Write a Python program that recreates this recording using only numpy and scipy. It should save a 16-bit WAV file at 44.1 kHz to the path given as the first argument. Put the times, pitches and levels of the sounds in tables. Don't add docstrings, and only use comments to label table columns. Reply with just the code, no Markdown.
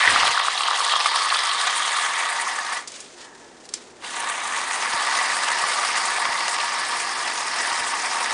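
import sys
import numpy as np
from scipy import signal
from scipy.fft import rfft, irfft
from scipy.io import wavfile

SR = 44100
rng = np.random.default_rng(int(sys.argv[2]) if len(sys.argv) > 2 else 0)


def ratio_of_db(decibels):
    return 10 ** (np.asarray(decibels, float) / 20)


def master(y):
    cut = np.clip(np.atleast_2d(y).T, -1, 1)
    pcm = np.round(cut * 32767)
    wavfile.write(sys.argv[1], SR, pcm.astype(np.int16))


N = 367353

# (per Hz, relative)
RUMBLE_SPECTRUM = [(18, -54), (30, -19.5), (122, -17), (360, -3), (428, -4), (572, -7.5), (1530, -15),
                   (1930, -16), (3000, -35), (3900, -61), (6600, -120)]
# frequency_hz, amplitude_db (relative to the rumble)
HUM_LINES = [(241, -12.5), (361, -19.5)]
# start_s, push_db
SINGLE_PUFFS = [(0.374, -44), (4.943, -26), (5.639, -29), (6.2928, -29), (7.722, -31), (7.8089, -29)]
# time_s, level_db
FIZZ_LEVEL = [(2.84, -51), (2.97, -39.5), (3.13, -47), (3.23, -42), (3.3, -50), (3.5, -50.5), (3.63, -52.5),
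              (3.8, -45.5), (3.9, -49.5), (4.02, -55)]
# (per Hz, relative)
FIZZ_SPECTRUM = [(800, -12), (2000, -9.5), (4000, -9), (7000, -9.5), (10000, -16)]
# start_s, peak_db, centre_hz, t60_s
CRACKLES = [(2.874, -21, 5800, 0.063), (2.9185, -25, 7000, .02), (2.938, -29, 3800, .06),
            (3.0027, -23, 6940, 0.048), (3.059, -34, 3650, .05), (3.203, -37, 3040, .1),
            (3.6525, -34, 6000, .03), (3.689, -26, 4660, 0.043), (3.7214, -40, 4500, 0.045),
            (3.7373, -10.5, 6460, 0.024), (3.741, -24.5, 4500, 0.15)]
# start_s, peak_db, pitch_hz
SLUGS = [(0.028, -9, 1860), (0.054, -7, 1770), (0.076, -5, 1840), (0.1, -8, 1870), (0.161, -6, 1300),
         (0.232, -7, 1200), (0.253, -7, 1140), (0.376, -8, 1440), (0.4, -10, 1130), (0.483, -7, 1210),
         (0.607, -12, 1100), (0.684, -10, 1220), (0.711, -9, 1210), (0.937, -9, 1170), (0.962, -11, 1130),
         (1.059, -8, 1170), (1.271, -12, 1200), (1.325, -9, 1180), (1.358, -10, 1190), (5.3, -13, 1980),
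         (5.838, -11, 1190)]
# start_s, peak_db
SPITS = [(0.3196, -14), (0.576, -9), (0.6069, -13), (0.634, -10), (0.6683, -13), (0.8953, -11),
         (1.0075, -11), (1.3018, -11), (1.3442, -11), (1.513, -13), (4.0461, -25), (6.6003, -15),
         (7.7168, -21)]
# centre_hz, width_hz, gain_db (relative)
FIRST_MODES = [(531, 220, -17.5), (763, 220, -7.5), (948, 138, -2.5), (1161, 239, -0.5)]
SECOND_MODES = [(1492, 280, -2), (1728, 243, 2), (1938, 237, 2.5), (2217, 640, -3)]
JET_MODES = [(2800, 760, 0.77), (3308, 700, 1.4), (3823, 1000, 1.7)]
WHISTLE_MODES = [(4420, 830, 0), (4784, 290, 2.5), (5230, 1100, 0)]
FIZZ_MODES = [(6310, 1740, 1), (8070, 4200, 0), (9300, 3100, 0)]
# centre_hz, width_hz, gain_db (relative)
LEAK_MODES = [(915, 110, 0), (1700, 150, 0), (1960, 100, -3)]
# centre_hz, width_hz, gain_db
SNAP_MODES = [(1360, 2100, 0)]
# time_s, level_db
FLOW = [(0.0, -24), (0.08, -21.5), (0.3, -25), (0.6, -30.5), (0.8, -28), (1.45, -29.5), (2.5, -29.5),
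        (2.66, -32.5), (2.76, -30), (4.045, -37), (4.1, -39.5), (4.17, -31.5), (4.7, -29), (5.2, -25),
        (5.5, -26), (6.7, -28), (7.35, -30.5), (7.65, -27), (7.95, -28.5), (8.33, -27)]
# time_s, level_db
SECOND_LEVEL = [(0, -24), (0.3, -30), (0.7, -32), (1.1, -30.5), (2.15, -26.5), (2.5, -29.5), (8.33, -30.5)]
# time_s, jet_db, whistle_db, fizz_db
TREBLE_LEVELS = [(0, -27.5, -36.5, -34), (0.2, -28.5, -31.5, -35.5), (0.5, -27.5, -35, -33.5),
                 (1.2, -28.5, -31, -34), (1.6, -28, -33.5, -30.5), (2.15, -32, -38.5, -31),
                 (2.6, -37, -38, -35), (4.05, -31.5, -36.5, -35), (4.3, -35.5, -45, -33),
                 (4.7, -35.5, -39.5, -34.5), (4.95, -35, -34.5, -33), (6.3, -35, -33.5, -33.5),
                 (8.33, -35.5, -36.5, -33.5)]


def evened(x):
    return x / np.sqrt(np.mean(x ** 2) + 1e-20)


def over_time(rows):
    time_s, *columns = np.transpose(rows)
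    return [np.interp(np.arange(N) / SR, time_s, column) for column in columns]


def add(mix, start_s, sound):
    part = mix[round(start_s * SR):][:len(sound)]
    part += sound[:len(part)]


def ring(x, modes):
    out = 0
    for k, (centre_hz, width_hz, gain_db) in enumerate(modes):
        b, a = signal.iirpeak(centre_hz, centre_hz / width_hz, SR)
        out = out + (-1) ** k * ratio_of_db(gain_db) * signal.lfilter(b, a, x)
    return out


def coloured(spectrum):
    hz, db = np.transpose(spectrum)
    bins_hz = np.fft.rfftfreq(N, 1 / SR) + 1
    gain = ratio_of_db(np.interp(np.log(bins_hz), np.log(hz), db))
    return evened(irfft(rfft(rng.standard_normal(N)) * gain, N))


def wander(cutoff_hz):
    b, a = signal.butter(2, cutoff_hz, fs=SR)
    return evened(signal.lfilter(b, a, rng.standard_normal(N)))


def clicks(per_s, spread_db):
    size_db = spread_db * np.minimum(rng.exponential(1, N), 3.2)
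    return evened(ratio_of_db(size_db) * (rng.random(N) < per_s / SR))


def burstlets(train, decay_s):
    return evened(signal.lfilter([1], [1, -np.exp(-1 / (decay_s * SR))], train))


def swell(start_s, db, rise_s, length_s, fade_db):
    t = np.arange(N) / SR - start_s
    rise = np.clip(t / rise_s, 0, 1) ** 2
    fade = ratio_of_db(db + fade_db * np.clip(t / length_s, 0, 1) ** 2)
    return rise * (t < length_s) * fade


def hum():
    s = np.arange(N) / SR
    return sum(ratio_of_db(db) * np.sin(2 * np.pi * (hz * s + rng.random())) for hz, db in HUM_LINES)


def room_rumble():
    start_db, end_db, middle_s, growth_s = -54.5, -45.5, 3.07, 2.2
    grown = 0.5 + 0.5 * np.tanh((np.arange(N) / SR - middle_s) / growth_s)
    return ratio_of_db(start_db + (end_db - start_db) * grown) * (coloured(RUMBLE_SPECTRUM) + hum())


def puffs():
    t = np.arange(-200, 1500) / SR
    b, a = signal.butter(2, 45, "high", fs=SR)
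    push = signal.lfilter(b, a, np.exp(-(t / 0.0003) ** 2))
    volley = swell(0.048, db=-23.5, rise_s=0.025, length_s=0.28, fade_db=-18)
    train = volley * (rng.random(N) < 160 / SR)
    for start_s, push_db in SINGLE_PUFFS:
        train[round(start_s * SR)] = ratio_of_db(push_db)
    return signal.oaconvolve(train, push)[200:][:N]


def echo(x):
    t60_s = 0.084
    at = np.arange(200, SR // 2, 20)
    taps = np.zeros(SR // 2 + 20)
    sign = rng.choice([-1., 1.], len(at))
    taps[at + rng.integers(0, 20, len(at))] = sign * ratio_of_db(-60 * at / SR / t60_s)
    return signal.oaconvolve(x, taps / np.linalg.norm(taps))[:N]


def foam_fizz():
    s = np.arange(N) / SR
    resting = (s > FIZZ_LEVEL[0][0]) & (s < FIZZ_LEVEL[-1][0])
    bursts = burstlets(clicks(per_s=180, spread_db=2), decay_s=0.0022)
    flicker = ratio_of_db(2.3 * wander(25)) * (2 + 0.36 * bursts)
    return ratio_of_db(over_time(FIZZ_LEVEL)[0]) * resting * evened(flicker * coloured(FIZZ_SPECTRUM))


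def crackles():
    out, t = np.zeros(N), np.arange(5000) / SR
    for start_s, peak_db, centre_hz, t60_s in CRACKLES:
        envelope = ratio_of_db(-60 * t / t60_s) * (1 - np.exp(-t / 0.0008))
        noise = rng.standard_normal(len(t))
        crack = ring(noise * envelope, [(centre_hz, 0.72 * centre_hz, 0)])
        add(out, start_s, ratio_of_db(peak_db) * crack / abs(crack).max())
    return out


def leak():
    gain = swell(3.14, db=-49, rise_s=0.04, length_s=0.46, fade_db=-13)
    return gain * evened(ring(rng.standard_normal(N), LEAK_MODES))


def spits():
    out, t = np.zeros(N), np.arange(900) / SR
    for start_s, peak_db in SPITS:
        noise = rng.standard_normal(len(t))
        spit = ring(noise * np.exp(-t / 0.003), JET_MODES + WHISTLE_MODES[:1])
        add(out, start_s, ratio_of_db(peak_db) * spit / abs(spit).max())
    return out


def slugs():
    out, t = np.zeros(N), np.arange(900) / SR
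    for start_s, peak_db, pitch_hz in SLUGS:
        envelope = (1 - np.exp(-t / 0.00081)) * np.exp(-t / 0.0013)
        slug = np.sin(2 * np.pi * pitch_hz * t) * envelope
        add(out, start_s, ratio_of_db(peak_db) * slug / abs(slug).max())
    return out


def slug_share():
    s = np.arange(N) / SR
    start, peak, peak_s, steady, settle_s = 0.33, 0.72, 0.64, 0.35, 0.75
    filling = start + (peak - start) * s / peak_s
    settling = steady + (peak - steady) * np.exp((peak_s - s) / settle_s)
    return np.clip(np.minimum(filling, settling), 0, 1)


def mode_changes_db():
    s = np.arange(N) / SR
    clear_db = 4.5 * np.exp(-((s - 1.47) / 0.8) ** 2) - 0.22 * s
    late_db = 3.5 * np.clip(s - 6.6, 0, 1)
    return {FIRST_MODES[-1]: clear_db,
            JET_MODES[0]: -0.8 * clear_db,
            JET_MODES[1]: clear_db,
            WHISTLE_MODES[0]: 0.6 * clear_db,
            WHISTLE_MODES[2]: late_db}


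def spray():
    s = np.arange(N) / SR
    shut_s, shut_db_per_s, open_s, open_db_per_s = 2.769, 200, 4.045, 453
    closing_db, opening_db = (s - shut_s) * shut_db_per_s, (open_s - s) * open_db_per_s
    valve_db = -np.clip(np.minimum(closing_db, opening_db), 0, 100)
    usual_flow_db = -28
    change_db = over_time(FLOW)[0] - usual_flow_db
    jet_db, whistle_db, fizz_db = over_time(TREBLE_LEVELS)
    second_db = over_time(SECOND_LEVEL)[0]
    share = slug_share()
    extra_db = mode_changes_db()
    shared_pops = clicks(per_s=200, spread_db=3.5)
    choke = share * wander(46)
    # modes, level_db, db gained per db of flow, share of bare pops, choke_db, patchiness_db
    layers = ((FIRST_MODES, usual_flow_db, 1, 0.9, 0.6, 1.2),
              (SECOND_MODES, second_db, 0.9, 0.9, 0.7, 1.5),
              (JET_MODES, jet_db, 0.7, 0.6, 1.3, 1.8),
              (WHISTLE_MODES, whistle_db, 0.6, 0.4, 1.8, 1.6),
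              (FIZZ_MODES, fizz_db, 0.6, 0.3, 3.5, 3.2))
    out = np.zeros(N)
    for modes, level_db, follow, bare, choke_db, patchy_db in layers:
        layer = np.zeros(N)
        for mode in modes:
            own_pops = clicks(per_s=250, spread_db=5.0)
            pops = evened(0.83 * shared_pops + own_pops)
            gas_power = 1 - share + share * burstlets(pops, decay_s=0.002) ** 2
            gas = np.sqrt(abs(gas_power)) * rng.standard_normal(N)
            drive = gas + bare * share * pops
            drive_db = patchy_db * wander(17.2) + choke_db * choke + extra_db.get(mode, 0)
            once = ring(drive * ratio_of_db(drive_db), [mode])
            layer += ring(once, [(*mode[:2], 0)])
        out += ratio_of_db(level_db + follow * change_db) * evened(layer)
    snaps = evened(ring(ring(shared_pops, SNAP_MODES), SNAP_MODES))
    out += ratio_of_db(usual_flow_db + change_db - 4) * np.sqrt(share) * snaps
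    return out * ratio_of_db(valve_db)


def scene():
    near = foam_fizz() + crackles() + leak() + spits() + slugs() + spray()
    b, a = signal.butter(3, 400, "high", fs=SR)
    near = signal.lfilter(b, a, near)
    return (room_rumble() + puffs() + ratio_of_db(-13) * echo(near) + near)[None]


def band_limit(x):
    return signal.sosfilt(signal.butter(12, 10990, fs=SR, output="sos"), x)


def record(dry):
    edge = signal.firwin(511, 10030, window=("kaiser", 9), fs=SR)
    mix = signal.oaconvolve(dry, edge[None], "same")
    return band_limit(mix)


dry = scene()
out = record(dry)
master(out)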